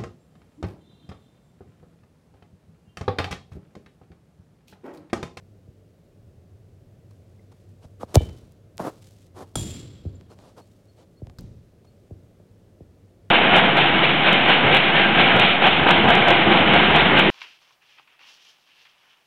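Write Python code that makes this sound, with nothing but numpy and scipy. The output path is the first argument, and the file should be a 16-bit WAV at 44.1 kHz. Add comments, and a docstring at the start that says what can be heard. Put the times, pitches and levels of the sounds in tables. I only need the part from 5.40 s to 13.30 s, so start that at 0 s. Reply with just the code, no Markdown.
"""A football kicked into a fence

On artificial turf, a player runs up, brushes the plastic grass and kicks hard, close to the microphone.
The ball thuds, the air inside it rings, rubber crumbs spray, and the player walks on. The ball crashes
into a wire fence and bounces far off, and something clacks against the boards around the pitch.
A town rumbles low behind it all, and a small bird chirps."""
import sys
import numpy as np
from scipy import signal
from scipy.fft import rfft, irfft, next_fast_len
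from scipy.io import wavfile

SR = 44100
rng = np.random.default_rng(int(sys.argv[2]) if len(sys.argv) > 2 else 0)


def output_pcm(signal):
    """Save a mono or channel-first signal as 16-bit PCM at the path in sys.argv[1].

    Samples are clipped to [-1, 1] before scaling.
    """
    pcm = np.clip(np.atleast_2d(signal).T, -1, 1) * 32767
    wavfile.write(sys.argv[1], SR, np.round(pcm).astype(np.int16))


N = 348457
T = np.arange(N) / SR
RING_T = T[:SR + SR // 2]  # time axis for sounds that ring on
PULSE_SIZE = 8192  # samples used to shape one impact

# A spectrum sets the balance of low and high pitches, not the loudness.
# A tilt above zero brightens a sound. A decay is the time it takes to fade by 60 dB.
# spectrum of distant traffic (f/Hz, level/dB)
TRAFFIC_SPECTRUM = [(15, -43), (25, -13), (48, -6.5), (70, -11.5), (97, 3), (130, -10), (161, -3.5),
                    (242, -10.5), (373, -11), (451, -11.5), (489, -14), (575, -14), (911, -29.5),
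                    (8590, -43), (16000, -48)]
# loudness of a far engine over time (t/s, level/dB)
ENGINE_LEVELS = [(0, -53.5), (.6, -62), (.9, -51), (1.6, -52.5), (2.4, -53), (3.2, -54.5), (4.9, -50.5),
                 (5.1, -62.5), (6.4, -57.5), (7.9, -60.5)]
# spectrum of a soft blow on turf (f/Hz, level/dB)
THUD_SPECTRUM = [(25, -23), (50, 1.5), (95, 6.5), (140, 3), (220, -9), (380, -9), (650, -19), (1000, -40.5),
                 (2000, -69), (5000, -66), (15000, -82)]
# faint thuds on the pitch (t/s, level/dB, tilt/dB per octave)
FAINT_THUDS = [(.275, -41.5, -.5), (6.999, -43.5, 6)]
# lingering echo of the pitch (f/Hz, level/dB, decay/s)
PITCH_RING = [(50, -46.5, 0.67), (99.9, -39.5, 1), (199.5, -42.5, 0.98), (450, -45, .65),
              (1000, -59.5, 0.88), (2000, -63, 0.93), (4000, -60.5, 1), (8000, -70, .7), (15200, -78.5, .5)]
# footsteps: run-up, planted foot, landing, walking off (t/s, length/s, level/dB)
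FOOTSTEPS = [(1.708, 0.0095, -57), (2.114, 0.018, -52), (2.413, 0.054, -53.5), (2.591, 0.061, -41.5),
             (2.659, 0.12, -51.5), (3.382, 0.064, -33.5), (3.417, 0.098, -31), (3.935, 0.13, -41.5),
             (4.885, 0.071, -52.5), (4.946, 0.21, -54.5), (5.157, 0.064, -46), (5.558, .1, -57.5),
             (6.443, 0.015, -57.5)]
# spectra of a dragging sole: its hollow rub and its grit (f/Hz, level/dB)
RUB_SPECTRUM = [(60, -14), (180, 0.5), (400, 4), (700, 2), (1250, -5.5), (1900, -18), (3500, -38)]
GRIT_SPECTRUM = [(700, -20), (2000, -3), (4000, -0.5), (8000, -5.5), (12000, -5.5), (16000, -11)]
# spectrum of a sharp click (f/Hz, level/dB)
CLICK_SPECTRUM = [(100, -25), (700, -1.5), (1300, -4), (2500, -0.5), (5000, 0), (9000, -7.5), (15000, -16)]
# clicks of studs and grit (t/s, level/dB, tilt/dB per octave)
STUD_CLICKS = [(1.709, -51, 6.5), (3.1215, -42.5, 10.5), (3.372, -38.5, 9), (3.38, -24.5, 0),
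               (4.811, -44.5, -5), (4.989, -44.5, -5), (5.870, -43, -5), (5.898, -43, -6),
               (6.009, -36, 11.5)]
# two brief falling peeps (t/s, length/s, f/Hz, level/dB)
PEEPS = [(1.991, .01, 2080, -59.5), (4.749, 0.016, 7270, -57.5)]
# starts of the bird's repeated note (t/s)
NOTE_TIMES = [4.89, 5.198, 5.474, 5.759, 6.46]
# spectrum of a hard knock (f/Hz, level/dB)
KNOCK_SPECTRUM = [(30, -22), (80, -3.5), (170, 0), (330, -4), (700, 1.5), (1100, -6.5), (1800, -30.5),
                  (4000, -38), (15000, -60)]
# heels and soles striking the ground (t/s, level/dB, tilt/dB per octave)
BOOT_KNOCKS = [(2.445, -39, -8.5), (2.631, -20, -1), (3.3943, -24.5, 0), (3.399, -20, -0.5),
               (5.870, -39.5, -8), (5.9, -51, 6.5)]
# the boot brushing the grass around the kick (t/s, length/s, rub level/dB, grit level/dB)
BOOT_SWIPES = [(2.7401, .019, -27.5, -31), (2.76, .011, -26, -41)]
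# spectrum of the kick's thud and slap (f/Hz, level/dB)
KICK_SPECTRUM = [(25, -37), (50, -6.5), (85, 2.5), (135, -2), (200, -18.5), (350, -15), (650, -14.5),
                 (900, -26.5), (1500, -46), (2600, -37.5), (7000, -35.5), (15000, -49)]
# tones of the air inside the ball (f/Hz, relative level/dB, decay/s)
BALL_TONES = [(1050, -13, .16), (1744, -11, .24), (2331, 0, .19), (2912, -3, .22), (3058, -4, .4),
              (3472, -4, .19), (3735, -12, .24), (3962, -18, .25), (4393, -18, .3)]
# echoes from far walls (delay/s)
WALL_DELAYS = [.064, .1, .114, .138, .188, .258]
# boom of the fence panel and jingle of its mesh (f/Hz, level/dB, decay/s)
PANEL_BOOM = [(41.8, -50.5, 0.9), (85, -31, 1.18), (153.5, -37, 1.26), (308, -39.5, 1.18), (545, -49, 0.93),
              (875, -51, 0.44), (1480, -63, 0.69)]
MESH_JINGLE = [(1110, -67.5, 3.6), (1600, -66.5, 1.9), (2290, -56.5, 1.2), (3725, -51, 1.53),
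               (5540, -49.5, 0.7), (9360, -43.5, 0.62), (11960, -70.5, .55), (16850, -64.5, 0.44)]
# ringing fence wires (f/Hz, width/Hz, relative level/dB, decay/s)
WIRE_TONES = [(1330, 140, 3, .05), (3305, 36, 1, .46), (3320, 90, -10, 1.3), (3640, 160, -9, .8),
              (7030, 50, -3, .55), (7230, 260, 1.5, .66), (7500, 420, -3, .85), (8960, 200, -2, .36),
              (9880, 200, -5, .35)]
# flat clack and hollow boom of the boards (f/Hz, level/dB, decay/s)
BOARD_CLACK = [(583, -59, 0.041), (1250, -49.5, 0.054), (2210, -75, 0.021), (4560, -46, 0.045),
               (7960, -61, 0.032), (14800, -54, 0.022)]
BOARD_BOOM = [(39, -51, 0.77), (90, -38.5, 0.9), (169, -42, 0.61), (320, -45, 0.48), (590, -72, 0.73),
              (1190, -79.5, 1), (4500, -68, 1), (12000, -78, 0.44)]


def undb(db):
    """Turn decibels into a multiplier."""
    return 10 ** (np.asarray(db) / 20)


def unit(x):
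    """Scale a signal to an average strength (rms) of 1."""
    return x / np.sqrt(np.mean(x ** 2))


def add(out, s, x):
    """Mix x into out, starting at s seconds."""
    i = max(int(round(s * SR)), 0)
    out[i:i + len(x)] += x[:max(len(out) - i, 0)]


def freqs(size):
    """List the frequencies of a spectrum, kept above zero."""
    return np.maximum(np.fft.rfftfreq(size, 1 / SR), 1)


def gains(spectrum, f):
    """Join a spectrum's points into a curve that falls away beyond both ends."""
    hz, db = np.transpose(spectrum)
    edges = np.minimum(f / hz[0], 1) ** 2 * np.minimum(hz[-1] / f, 1) ** 2
    return undb(np.interp(np.log(f), np.log(hz), db)) * edges


def colour(x, spectrum):
    """Shape x with a spectrum, at strength 1."""
    size = next_fast_len(len(x))
    return unit(irfft(rfft(x, size) * gains(spectrum, freqs(size)), size)[:len(x)])


def band(size, hz, width_hz):
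    """Make noise gathered around one frequency, at strength 1."""
    f = freqs(size)
    detune = (f * f - hz * hz) / (f * width_hz)
    return unit(irfft(rfft(rng.standard_normal(size)) / (1 + detune ** 2), size))


def wander(size, rate):
    """Drift between random values, rate of them each second."""
    values = rng.standard_normal(400)
    return np.interp(np.arange(size) / SR * rate, np.arange(len(values)), values, period=len(values))


def grains(size, spread_db, share):
    """Sprinkle tiny impacts of unequal size over a share of the samples."""
    hits = rng.standard_normal(size) * (rng.random(size) < share)
    return hits * undb(spread_db * np.minimum(rng.exponential(size=size), 5))


def rise(rise_s):
    """Swell from 0 towards 1."""
    return 1 - np.exp(-RING_T / rise_s)


def fade(decay_s):
    """Die away by 60 dB in decay_s seconds."""
    return np.exp(-np.log(1000) * RING_T / decay_s)


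def ringing(rows):
    """Make bands of noise that each die away at their own rate."""
    hz, db, decays = np.transpose(rows)
    out = 0
    for f in np.geomspace(hz[0], hz[-1], 2 * len(hz)):
        level_db, decay_s = (np.interp(np.log(f), np.log(hz), column) for column in (db, decays))
        out = out + band(len(RING_T), f, f / 2) * undb(level_db) * fade(decay_s)
    return out


def pulse(spectrum, tilt_db=0, *, lag_s, corner_hz):
    """One short impact whose lows come late, so it sweeps downward."""
    f = freqs(PULSE_SIZE)
    # fold the log spectrum forward in time, so nothing sounds before the contact
    cepstrum = irfft(np.log(gains(spectrum, f) * undb(tilt_db * np.log2(f))))
    cepstrum[1:PULSE_SIZE // 2] *= 2
    cepstrum[PULSE_SIZE // 2 + 1:] = 0
    delay = lag_s / (1 + (f / corner_hz) ** 1.5)
    phase = 2 * np.pi * np.cumsum(delay) * SR / PULSE_SIZE
    x = irfft(np.exp(rfft(cepstrum) - 1j * phase))[:PULSE_SIZE // 2]
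    return x / np.abs(x).max()


def dull(x, hz):
    """Soften the treble above hz."""
    return signal.sosfilt(signal.butter(2, min(hz, SR / 3), fs=SR, output="sos"), x)


def scatter(x, db, smear_s):
    """Rough ground and boards follow a pulse with a short, random smear of itself."""
    t = T[:PULSE_SIZE // 4]
    smear = rng.standard_normal(len(t)) * (1 - np.exp(-t / .002)) * np.exp(-t / smear_s)
    return x + undb(db) * signal.fftconvolve(x, smear / np.linalg.norm(smear))[:len(x)]


def town(traffic_db=-55, engine_hz=98):
    """Distant traffic swells gently under the wavering drone of an engine."""
    rumble = colour(rng.standard_normal(N), TRAFFIC_SPECTRUM) * undb(traffic_db + .4 * wander(N, 1.6))
    firing_hz = engine_hz * (1 + .043 * wander(N, 15))
    hum = np.sin(2 * np.pi * np.cumsum(firing_hz) / SR)
    drone = unit(hum + .98 * band(next_fast_len(N), engine_hz, 49)[:N])
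    return rumble + drone * undb(np.interp(T, *np.transpose(ENGINE_LEVELS)))


def far_thud(db, tilt_db, ring, echo_db=-21):
    """A soft blow on distant turf echoes off the boards and rings round the pitch."""
    out = np.zeros(2 * SR)
    thud = undb(db) * pulse(THUD_SPECTRUM, tilt_db, lag_s=.0229, corner_hz=111)
    add(out, 0, scatter(dull(thud, 1000), db=-14.5, smear_s=.021))
    add(out, .01196, undb(echo_db) * thud)
    add(out, .03, undb(db + 15) * ring)
    return out


def faint_thuds():
    """Two soft blows sound from elsewhere on the pitch."""
    out = np.zeros(N)
    ring = dull(ringing(PITCH_RING), 480)
    for s, db, tilt_db in FAINT_THUDS:
        add(out, s, far_thud(db, tilt_db, ring))
    return out


def scuff(length, rub_db, grit_db):
    """Studs plough through plastic blades: a hollow rub with grit on top."""
    size = SR // 2
    press = np.zeros(size)
    add(press, 0, signal.windows.tukey(int(length * SR), .75))
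    # bent blades keep rustling for a moment after the sole has passed
    relax = np.exp(-1 / (.06 * SR))
    press = np.maximum(press, undb(-14) * signal.lfilter([1 - relax], [1, -relax], press))
    rub = colour(grains(size, spread_db=3, share=.16), RUB_SPECTRUM)
    grit = colour(grains(size, spread_db=1, share=.52), GRIT_SPECTRUM)
    # a harder scrape snaps the blades faster and sounds brighter
    grit = dull(grit, 15000 * undb(.35 * min(grit_db + 49.5, 0)))
    return press * undb(wander(size, 160)) * (undb(rub_db) * rub + undb(grit_db) * grit)


def patter(length, db, fade_db):
    """A shower of tiny impacts fades as crumbs and blades come to rest."""
    size = min(int(length * SR), SR)
    spurts = grains(SR, spread_db=1.3, share=.06) * undb(3.5 * wander(SR, 110))
    shower = colour(spurts, [(1000, -9), (3500, .5), (8000, -2.5), (15000, -13)])[:size]
    return undb(db - np.linspace(0, fade_db, size)) * signal.windows.tukey(size, .1) * shower


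def click(db, tilt_db):
    """A stud, crumb or blade makes one sharp click."""
    return undb(db) * pulse(CLICK_SPECTRUM, tilt_db, lag_s=.014, corner_hz=171.9)


def steps(ordinary_db=-42.5, rustle_s=.48):
    """Each step scuffs the grass; a harder one has louder grit and a louder rustle as blades rise."""
    out = np.zeros(N)
    for s, length, db in FOOTSTEPS:
        force_db = db - ordinary_db
        rustle_db = -71 + .6 * force_db
        add(out, s, scuff(length, db, grit_db=-56.5 + .58 * force_db))
        add(out, s, patter(rustle_s, rustle_db, fade_db=6))
        # three single blades flick upright
        for late, strength in rng.uniform(.6, 1, size=(3, 2)):
            add(out, s + late * rustle_s, strength * click(rustle_db + 19.5, tilt_db=5))
    return out


def stud_clicks():
    """Studs and grit click here and there."""
    out = np.zeros(N)
    for s, db, tilt_db in STUD_CLICKS:
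        add(out, s, click(db, tilt_db))
    return out


def chirp(length, hz, glide, db):
    """One slightly unsteady note slides by a share (glide) of its frequency."""
    size = int(length * SR)
    note_hz = hz * (1 + glide * np.linspace(-.5, .5, size) + .014 * wander(size, 290))
    return undb(db) * np.hanning(size) * np.sin(2 * np.pi * np.cumsum(note_hz) / SR)


def bird():
    """A small bird peeps and repeats one rising note, smeared by the trees around it."""
    out, t = np.zeros(N), T[:SR // 4]
    for s, length, hz, db in PEEPS:
        add(out, s, chirp(length, hz, glide=-.05, db=db))
    for s in NOTE_TIMES:
        add(out, s, chirp(length=.048, hz=4320, glide=.036, db=-67))
    leaves = rng.standard_normal(len(t)) * np.exp(-t / .053)
    return out + undb(-9) * signal.fftconvolve(out, leaves / np.linalg.norm(leaves))[:N]


def knock(db, tilt_db):
    """A hard contact is smeared by the rough ground."""
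    contact = pulse(KNOCK_SPECTRUM, tilt_db, lag_s=.01603, corner_hz=173)
    return undb(db) * scatter(contact, db=-10.5, smear_s=.0028)


def boot_knocks():
    """Heels and soles strike the ground."""
    out = np.zeros(N)
    for s, db, tilt_db in BOOT_KNOCKS:
        add(out, s, knock(db, tilt_db))
    return out


def boot_swipes():
    """The boot rips through the grass just before and after it meets the ball."""
    out = np.zeros(N)
    for s, length, rub_db, grit_db in BOOT_SWIPES:
        add(out, s, scuff(length, rub_db, grit_db))
    return out


def kick(start_s=2.7557, thud_db=-2.5, ring_db=-34.5):
    """The boot flattens the ball, which springs free, rings inside and echoes round the pitch."""
    out = np.zeros(N)
    thud = undb(thud_db) * pulse(KICK_SPECTRUM, lag_s=.023, corner_hz=140)
    add(out, start_s, thud)
    release = dull(pulse(KNOCK_SPECTRUM, tilt_db=-3, lag_s=.0076, corner_hz=130), 700)
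    add(out, start_s + .0142, undb(-8.5) * release)
    for hz, db, decay_s in BALL_TONES:
        # spin splits each tone into a throbbing pair, which grows as the ball regains its shape
        tone = np.sin(2 * np.pi * hz * RING_T)
        twin = .3 * np.sin(2 * np.pi * (hz - 17) * RING_T + rng.uniform(0, 2 * np.pi))
        add(out, start_s, (tone + twin) * undb(ring_db + db) * rise(.028) * fade(decay_s))
    # the nearest boards answer first; walls further off are weaker and duller
    near_echo = dull(dull(thud, 750), 1000)
    add(out, start_s + .0495, undb(-17) * scatter(near_echo, db=-6, smear_s=.009))
    for delay in WALL_DELAYS:
        further = delay / WALL_DELAYS[0]
        echo = dull(dull(thud, 600 / further ** .33), 900)
        echo_db = -24.5 - 7.5 * np.log2(further)
        add(out, start_s + delay, undb(echo_db) * scatter(echo, db=-4.5, smear_s=.011))
    add(out, start_s, ringing(PITCH_RING) * rise(.017))
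    return out


def crumb_spray(start_s=2.768):
    """Rubber crumbs thrown up by the kick patter down; the five biggest land early."""
    out = np.zeros(N)
    add(out, start_s, patter(length=.42, db=-54.5, fade_db=28))
    for late in rng.random(size=5):
        add(out, start_s + late * .13, click(db=-36.5 - 4 * late, tilt_db=-3))
    return out


def fence(start_s=4.1555, wires_db=-41):
    """The ball knocks into the fence: the panel booms while the wires clash, ring and settle."""
    out, t = np.zeros(N), RING_T
    boom = ringing(PANEL_BOOM) * rise(.0037)
    wires = sum(band(len(t), hz, width) * undb(wires_db + db) * fade(decay_s)
                for hz, width, db, decay_s in WIRE_TONES)
    first_clash = 1 + 2.7 * np.exp(-t / .0026)
    jingle = ringing(MESH_JINGLE) * first_clash + wires * first_clash ** .77
    # the wave runs to the posts and comes back to shake the mesh again
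    returning_db = 4.3 * np.exp(-((t - .21) / .096) ** 2)
    clatter = undb(2 * wander(len(t), 228) + returning_db)
    add(out, start_s, knock(db=-20.5, tilt_db=-1.5))
    add(out, start_s, boom + jingle * clatter)
    return out


def bounces(landing_s=4.6506, flight_s=1.167):
    """The ball drops by the boards and bounces away, each time sooner, softer and with less bass."""
    out = np.zeros(N)
    ring = dull(ringing(PITCH_RING), 480)
    for k in range(4):
        echo_db = -21 if k else -4.5  # the first landing is right at the foot of the boards
        add(out, landing_s, far_thud(db=-23 - 4.5 * k, tilt_db=-1.43 + 1.35 * k,
                                     ring=ring, echo_db=echo_db))
        landing_s += flight_s
        flight_s *= .7626 + .021 * k  # softer bounces keep a little more of their speed
    return out


def boards(start_s=5.9858):
    """Something strikes the boards around the pitch: a dry clack, then a hollow boom."""
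    out = np.zeros(N)
    add(out, start_s, ringing(BOARD_CLACK) + ringing(BOARD_BOOM) * rise(.0049))
    return out


def scene():
    """All the sounds meet at one microphone lying on the pitch."""
    background = town() + faint_thuds() + bird()
    player = steps() + stud_clicks() + boot_knocks() + boot_swipes()
    shot = kick() + crumb_spray() + fence() + bounces()
    return (background + player + shot + boards())[None]


def record(dry, top_hz=15900):
    """The phone clips peaks at full scale and cuts the highest treble."""
    treble_cut = signal.ellip(8, .2, 70, top_hz, fs=SR, output="sos")
    return signal.sosfilt(treble_cut, np.clip(dry, -1, 1))


dry = scene()
out = record(dry)
output_pcm(out)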